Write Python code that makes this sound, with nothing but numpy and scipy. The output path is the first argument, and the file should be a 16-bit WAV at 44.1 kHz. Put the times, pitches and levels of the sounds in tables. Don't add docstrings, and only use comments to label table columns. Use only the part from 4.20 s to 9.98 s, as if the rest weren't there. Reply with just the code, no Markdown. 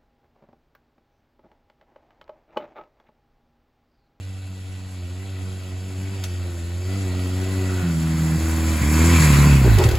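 import sys
import numpy as np
from scipy import signal
from scipy.fft import rfft, irfft, next_fast_len
from scipy.io import wavfile
from scipy.ndimage import uniform_filter1d

SR = 44100
rng = np.random.default_rng(int(sys.argv[2]) if len(sys.argv) > 2 else 0)


def master_out(mix):
    frames = np.transpose(np.atleast_2d(mix))
    ceiling = np.clip(frames, -1, 1)
    pcm = np.round(ceiling * 32767).astype(np.int16)
    wavfile.write(sys.argv[1], SR, pcm)


N = 255053

# (time [s], level [dB])
AIR_PUSH = [(0, -62), (3, -53.5), (4.5, -58.5), (5.0, -48.5), (5.3, -44), (5.55, -28), (5.68, -31),
            (5.78, -21)]
# (time [s], level before the trim in snaps [dB], time to fall 60 dB [s])
TWIG_SNAPS = [(2.0384, -25.5, 0.1), (5.025, -25, 0.048), (5.5847, -20, 0.1), (5.6382, -20.5, 0.07),
              (5.6884, -24, 0.061), (5.712, -27.5, 0.071), (5.7534, -28.5, 0.052)]
# (frequency [Hz], relative level [dB])
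LEAF_SPECTRUM = [(300, -67), (800, -3.5), (2300, -11), (3500, -10.5), (4800, -1), (5700, -1), (6300, -1.5),
                 (6900, 5.5), (7700, 5), (8500, -1), (9400, 3), (10700, 1), (12500, -8.5), (14000, -14),
                 (16000, -17.5)]
# (time [s], frequency [Hz], width [Hz], level [dB], half length [s])
METAL_FLARES = [(3.58, 1466, 70.2, -41, 0.13), (4.979, 2340, 90.1, -29.5, 0.089),
                (5.164, 1273, 49.96, -27, 0.028), (5.254, 1042, 30, -28, 0.046),
                (5.143, 2540, 200, -28, 0.03), (5.332, 2570, 150, -32, 0.073)]
# (time [s], level before smoothing [dB], time to fall 60 dB [s])
FRAME_JOLTS = [(5.45, -19.5, 0.23), (5.575, -23.5, 0.24), (5.6, -16.5, 0.19), (5.62, -33, 0.25),
               (5.655, -25.5, 0.23), (5.712, -29, 0.21), (5.735, -29, 0.23)]
# (frequency [Hz], width [Hz], relative level [dB])
FRAME_MODES = [(356, 48, 10), (567, 140, -4.5), (802, 67, -1), (1080, 43, -18)]
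# (frequency [Hz], width [Hz], relative level [dB])
METAL_MODES = [(924, 224, -6.5), (1343, 135, -3.5), (1483, 82, -1.5), (1966, 174, -4), (2235, 88, 0.5),
               (2655, 154, 1.5), (2907, 43, 2.5), (3223, 510, -2.5), (4096, 350, -2), (4666, 490, -4.5)]
# (frequency [Hz], width [Hz], relative level [dB])
RASP_MODES = [(1000, 63, 3), (1187, 72, -1), (1276.6, 20, 0), (1650, 120, -2.5), (2158.4, 145, 2.5),
              (2370, 200, -0.5), (2345, 54, 6), (2633, 15, 0)]
# (frequency [Hz], width [Hz], relative level [dB])
PIPE_MODES = [(172, 154, 0), (550, 160, -9), (780, 72, -9.5)]
# (time [s], level before the band-pass [dB], pitch [Hz], time to fall 60 dB [s], dent of the lowest order [dB])
STUMBLES = [(2.299, -27, 140, 0.049, -1), (3.624, -20, 134.9, 0.058, 2), (4.178, -17.5, 120.1, .06, 0.5),
            (4.615, -8, 130, 0.067, 4), (5.003, -4.5, 147, 0.027, 2), (5.445, -12, 129.9, 0.055, 1.5),
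            (5.65, -3.5, 107.7, 0.12, 2.5)]
# (time [s], firing rate [Hz], load on the engine [dB])
THROTTLE_HAND = [(0, 95.3, -1.5), (.37, 93.7, -1.5), (.69, 93.6, -1), (.87, 87.55, -1), (1.05, 96.6, 0),
                 (1.17, 93.4, 0), (1.35, 93.6, -0.5), (1.53, 91.74, -1), (1.66, 93.8, -0.5),
                 (1.8, 93.95, 0.5), (1.95, 97.4, 0.5), (2.12, 88.9, 0), (2.18, 90.8, -0.5),
                 (2.42, 84.4, -1), (2.62, 90.4, -1), (2.74, 96.3, 2), (2.78, 98.1, 1), (2.9, 91, 1.5),
                 (3.12, 91.5, 0.5), (3.27, 94.6, 1.5), (3.6, 92.2, 1.5), (3.75, 80.75, -0.5),
                 (4.15, 79.5, -0.5), (4.28, 80.93, -.5), (4.53, 80.1, -1), (4.65, 73.4, -2.5),
                 (4.8, 79.93, -0.5), (4.92, 85.53, 0.5), (5.03, 77.8, 0.5), (5.15, 69.9, -.5),
                 (5.28, 72.96, 0), (5.42, 64.9, -0.5), (5.57, 49.67, 1), (5.66, 37, 0.5),
                 (5.78, 35.2, -1.5)]

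# (time abreast [s], nearest distance [m], level at 1 m [dB],
# loss per doubling of distance [dB], share of the load [dB per dB], fade once past [dB per s])
TYRE_CARRY = (5, 1.15, -24.5, 6, 0.74, 6.5)
CRISP_CARRY = (5, 2.4, -24.5, 10, 1, -2.5)
WHINE_CARRY = (6, 11, -32, 5.5, 4.5, 3)
CASE_CARRY = (5, 1.56, -26, 6, 1.68, -3)
FIN_CARRY = (5.08, 0.77, -32, 4, 1.56, -2)
RASP_CARRY = (5, 1.3, -23.5, 10, -0.7, -1)
FRONT_CARRY = (5, 3, -28, 6, 1.7, -4)
EXHAUST_CARRY = (5.3, 2.1, 0, 6, 1, 0)

# (start [s], orders 1 to 5 at 1 m [dB] x 5, cylinder mismatch at 1 m [dB])
EXHAUST_COLOUR = [(0, -2.5, -16.5, -21, -29, -33, -29), (.76, -2.5, -19, -19, -22.5, -31, -30),
                  (1.25, -2.5, -15, -22, -23, -28.5, -24.5), (1.72, -2.5, -13, -18.5, -22, -33, -26),
                  (2.03, -2.5, -19.5, -22.5, -20, -29.5, -26), (2.68, -4, -16, -15.5, -21, -27.5, -27),
                  (3.22, -5, -16.5, -15, -18, -29, -27.5), (3.625, -9, -4.5, -14.5, -18, -32.5, -24),
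                  (4.178, -6.5, -18.5, -17, -16, -32.5, -20.5), (4.605, -5, -13, -13.5, -16, -28, -20.5),
                  (4.999, -9.5, -8, -20, -23.5, -30.5, -17), (5.435, -8.5, -7, -23, -33, -33, -19.5),
                  (5.58, -21, -10, -14.5, -29, -32.5, -39)]
# (time [s], lag [rad], spread [rad])
OVERTONE_SLIDE = [(0, 0, .27), (3.55, 0, .2), (3.7, 2, .15), (4.2, 2.2, 0), (4.95, 2.4, 0), (5.05, 3.6, 0),
                  (5.78, 4.5, 0)]
SECOND_ORDER_DROPS = [.05, .25, .46, 1.41, 1.58, 1.74, 1.87, 1.98, 2.17, 2.33, 2.62]
LOWEST_ORDER_EBBS = [.4, .68, 1.05, 1.41, 1.68, 1.97, 2.38]
ORDER_FLICKER = [.01, 0.057, 0.052, 0.06, 0.096, 0.13, 0.23, 0.17]
UPPER_ORDERS = [-5, -9, -13.5]

# (frequency [Hz], phase [rad])
STEREO_PHASE = [(20, 0), (4400, 0), (5600, 2.2), (6100, 1.8), (6400, 0), (7300, -.1), (8400, -2.9),
                (8900, -np.pi), (9500, -3.3), (10700, -5.7), (11200, -2 * np.pi), (11600, -2 * np.pi),
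                (13000, -8.7), (13300, -3 * np.pi), (14300, -3 * np.pi), (15100, -4 * np.pi)]
# (frequency [Hz], level [dB])
STEREO_BALANCE = [(60, -1), (200, -0.51), (700, 1), (2400, 1), (4400, 0.087)]
# (frequency [Hz], level [dB])
DIFFUSE_SHARE = [(30, 14), (70, -30.5), (270, -20), (740, -12), (1500, -8), (3000, -4.5), (3600, -18.5),
                 (5300, -5.5), (6200, 5), (6800, -66), (8100, 4), (8900, -34), (9500, -22), (10400, 15.5),
                 (11400, -35), (12700, -20), (13300, -24), (14200, -30), (14700, 14), (15500, -13)]

SPEED_M_PER_S = 5.05
TURN_S = 0.026
STUMBLE_HALF_S, STUMBLE_LEAD_S = 0.028, 0.013
SAG_PER_ORDER = 0.47
DROPOUT_DB, DROPOUT_HALF_S = 15.5, 0.026
EBB_DB, EBB_HALF_S = 3, 0.1
FLICKER_PER_S = 8.72
WHINE_ORDER = 21
CUTOFF_HZ = 16284


def amp(db):
    return 10 ** (np.asarray(db) / 20)


def rms_one(x):
    return x / np.sqrt(np.mean(x ** 2) + 1e-20)


def in_time(rows):
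    s, *columns = np.transpose(rows)
    return [np.interp(np.arange(N) / SR, s, c) for c in columns]


def at_hz(points, hz):
    point_hz, values = np.transpose(points)
    return np.interp(np.log(hz + 1), np.log(point_hz), values)


def drift(rate):
    r = np.exp(-2 * np.pi * rate / SR)
    slow = signal.lfilter([1], [1, -2 * r, r * r], rng.standard_normal(N + SR))
    return rms_one(slow[SR:])


def resonate(x, modes):
    out = 0
    for k, (hz, width_hz, level_db) in enumerate(modes):
        r = np.exp(-np.pi * width_hz / SR)
        b = (1 - r * r) / 2 * np.array([1, 0, -1])
        a = [1, -2 * r * np.cos(2 * np.pi * hz / SR), r * r]
        out = out + (-1) ** k * amp(level_db) * signal.lfilter(b, a, x)
    return out


def band(x, low_hz, high_hz, order=2):
    sos = signal.butter(order, [low_hz, high_hz], "band", fs=SR, output="sos")
    return signal.sosfilt(sos, x)


def bursts(rows, crack_db):
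    level = np.zeros(N)
    for s, level_db, t60 in rows:
        i = round(s * SR)
        t = np.arange(N - i) / SR
        level[i:] += amp(level_db - 60 * t / t60)
        level[i:] += amp(level_db + crack_db - 60 * t / 0.032)
    return level


def dips(rows, half_s):
    t = np.arange(N) / SR
    return -sum(depth_db * np.exp(-((t - s) / half_s) ** 2) for s, depth_db in rows)


def carried(part, load_db):
    abreast_s, nearest_m, level_db, loss_db, share, fade_db_per_s = part
    past = np.arange(N) / SR - abreast_s
    metres = np.hypot(SPEED_M_PER_S * past, nearest_m)
    return level_db - loss_db * np.log2(metres) + share * load_db - fade_db_per_s * np.maximum(past, 0)


def firings(turns):
    count = np.floor(turns).astype(int)
    return count, np.diff(count, prepend=0) > 0


def air_push():
    level_db, = in_time(AIR_PUSH)
    return amp(level_db) * rms_one(band(rng.standard_normal(N), 37.6, 73, order=4))


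def snaps():
    splinters = rms_one(band(rng.standard_normal(N), 1400, 7500, order=1))
    return bursts(TWIG_SNAPS, crack_db=5.0) * splinters * amp(-8.5)


def leaves(body_db, crisp_db, per_s=2500, spread_db=3.0, crackle=0.55, patchy_db=1.06, crisp_hz=8600):
    sizes = amp(spread_db * np.minimum(rng.exponential(1, N), 5)) * rng.choice([-1, 1], N)
    grains = rms_one(sizes * (rng.random(N) < per_s / SR))
    hz = np.fft.rfftfreq(N, 1 / SR)
    crush = rfft(rng.standard_normal(N) + crackle * grains) * amp(at_hz(LEAF_SPECTRUM, hz))
    edges = np.geomspace(250, 17000, 13)
    together = drift(8)
    body, crisp = np.zeros(N), np.zeros(N)
    for low, high in zip(edges, edges[1:]):
        flicker = amp(patchy_db * (0.61 * together + drift(56)))
        part = crisp if low > crisp_hz else body
        part += flicker * irfft(crush * (hz >= low) * (hz < high), N)
    return amp(body_db) * rms_one(body) + amp(crisp_db) * rms_one(crisp)


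def flares():
    t = np.arange(N) / SR
    out = np.zeros(N)
    for s, hz, width_hz, level_db, half_s in METAL_FLARES:
        tone = rms_one(resonate(rng.standard_normal(N), [(hz, width_hz, 0)]))
        out += amp(level_db) * np.exp(-((t - s) / half_s) ** 2) * tone
    return out


def jolts():
    rattle = rms_one(resonate(rng.standard_normal(N), FRAME_MODES))
    return rattle * uniform_filter1d(bursts(FRAME_JOLTS, crack_db=-15.0), size=600)


def whine(turns, level_db, waver_db=1.0, wobble=.25):
    phase = 2 * np.pi * WHINE_ORDER * turns + wobble * drift(15)
    return amp(level_db + waver_db * drift(4)) * np.sin(phase)


def clatter(turns, level_db, modes, gate, tick, patchy_db, per_s):
    gears = rng.standard_normal(N) * (1 + gate * np.cos(2 * np.pi * turns))
    _, fires = firings(turns)
    ticks = rms_one(fires * (1 + 0.39 * rng.standard_normal(N)))
    drive = gears + tick * ticks
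    rings = 0
    for k, mode in enumerate(modes):
        rings = rings + (-1) ** k * amp(patchy_db * drift(per_s)) * resonate(drive, [mode])
    return amp(level_db) * rms_one(rings)


def puffs():
    out = np.zeros(N)
    for s, level_db, hz, t60, _ in STUMBLES:
        i = round(s * SR)
        t = np.arange(N - i) / SR
        out[i:] += amp(level_db - 60 * t / t60) * np.sin(2 * np.pi * hz * t)
    return band(out, 82, 340)


def firing_pulses(turns, mismatch_db, sharp_db, rough=0.47, sharp_rough=0.5, breath=0.098):
    count, fires = firings(turns)
    chance = rng.standard_normal((count[-1] + 1, 2))[count]
    rush = breath * rng.standard_normal(N)
    mismatch = fires * ((-1.) ** count + rough * chance[:, 0])
    mismatch = resonate(resonate(mismatch, PIPE_MODES[:1]), PIPE_MODES[:1])
    fronts = fires * (1 + sharp_rough * chance[:, 1])
    sharp = band(resonate(fronts + rush, PIPE_MODES[1:]), 410, 840, order=3)
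    return amp(mismatch_db) * rms_one(mismatch) + amp(sharp_db) * rms_one(sharp)


def exhaust_tone(load_db):
    rows = [(s + TURN_S / 2, *after) for s, *after in EXHAUST_COLOUR]
    for (_, *before), (s, *_) in zip(EXHAUST_COLOUR, EXHAUST_COLOUR[1:]):
        rows.append((s - TURN_S / 2, *before))
    *orders_db, mismatch_db = np.array(in_time(sorted(rows))) + carried(EXHAUST_CARRY, load_db)

    dents = dips([(row[0] - STUMBLE_LEAD_S, row[-1]) for row in STUMBLES], STUMBLE_HALF_S)
    orders_db = orders_db + np.outer(1 + SAG_PER_ORDER * np.arange(len(orders_db)), dents)
    orders_db[0] += dips([(s, EBB_DB) for s in LOWEST_ORDER_EBBS], EBB_HALF_S)
    orders_db[1] += dips([(s, DROPOUT_DB) for s in SECOND_ORDER_DROPS], DROPOUT_HALF_S)
    upper_db = [orders_db[-1] + level_db for level_db in UPPER_ORDERS]
    orders_db = np.vstack([orders_db] + upper_db)

    metres = SPEED_M_PER_S * np.abs(np.arange(N) / SR - EXHAUST_CARRY[0])
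    flicker_db = [db_per_m * metres * drift(FLICKER_PER_S) for db_per_m in ORDER_FLICKER]
    return orders_db + flicker_db, mismatch_db


def exhaust_note(turns, orders_db, waver_db=0.3951):
    lag, spread = in_time(OVERTONE_SLIDE)
    note = np.zeros(N)
    for k, level_db in enumerate(orders_db):
        level = amp(level_db + waver_db * (k + 2.4) * drift(28.5))
        phase = 2 * np.pi * (k + 1) * turns - lag * (k > 0) + spread * k * k
        note -= np.sqrt(2) * level * np.cos(phase)
    return note


def scene():
    rate_hz, load_db = in_time(THROTTLE_HAND)
    turns = np.cumsum(rate_hz) / SR
    orders_db, mismatch_db = exhaust_tone(load_db)

    mix = air_push() + snaps()
    mix += leaves(carried(TYRE_CARRY, load_db), carried(CRISP_CARRY, load_db))
    mix += flares() + jolts()
    mix += whine(turns, carried(WHINE_CARRY, load_db))
    mix += clatter(turns, carried(CASE_CARRY, load_db), METAL_MODES[:4],
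                   gate=0.044, tick=0.56, patchy_db=1.43, per_s=6.8)
    mix += clatter(turns, carried(FIN_CARRY, load_db), METAL_MODES[4:],
                   gate=0.062, tick=0.33, patchy_db=1.6, per_s=7.3)
    mix += clatter(turns, carried(RASP_CARRY, load_db), RASP_MODES,
                   gate=0.13, tick=0.22, patchy_db=0.5, per_s=8.1)
    mix += puffs()
    mix += firing_pulses(turns, mismatch_db, carried(FRONT_CARRY, load_db))
    mix += exhaust_note(turns, orders_db)
    return np.array([mix, mix])


def record(dry, smear_s=0.032, paths=6):
    size = next_fast_len(N + SR // 2)
    hz = np.fft.rfftfreq(size, 1 / SR)
    t = np.arange(SR // 4) / SR
    side = np.array([[1], [-1]])
    share = amp(at_hz(DIFFUSE_SHARE, hz))
    centred = rfft(dry, size)

    smears = rng.standard_normal((paths, len(t))) * np.exp(-t / smear_s)
    smears /= np.sqrt(paths * smear_s * SR / 2)
    diffuse = sum(drift(11) * irfft(centred[0] * rfft(smear, size), size)[:N] for smear in smears)

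    turned = np.exp(.5j * side * at_hz(STEREO_PHASE, hz))
    balance = amp(side * at_hz(STEREO_BALANCE, hz) / 2)
    channels = turned * balance / np.sqrt(1 + share ** 2)
    wet = irfft(channels * (centred + side * share * rfft(diffuse, size)), size)[:, :N]
    return signal.sosfilt(signal.cheby2(20, 70, CUTOFF_HZ, fs=SR, output="sos"), wet)


dry = scene()
out = record(dry)
master_out(out)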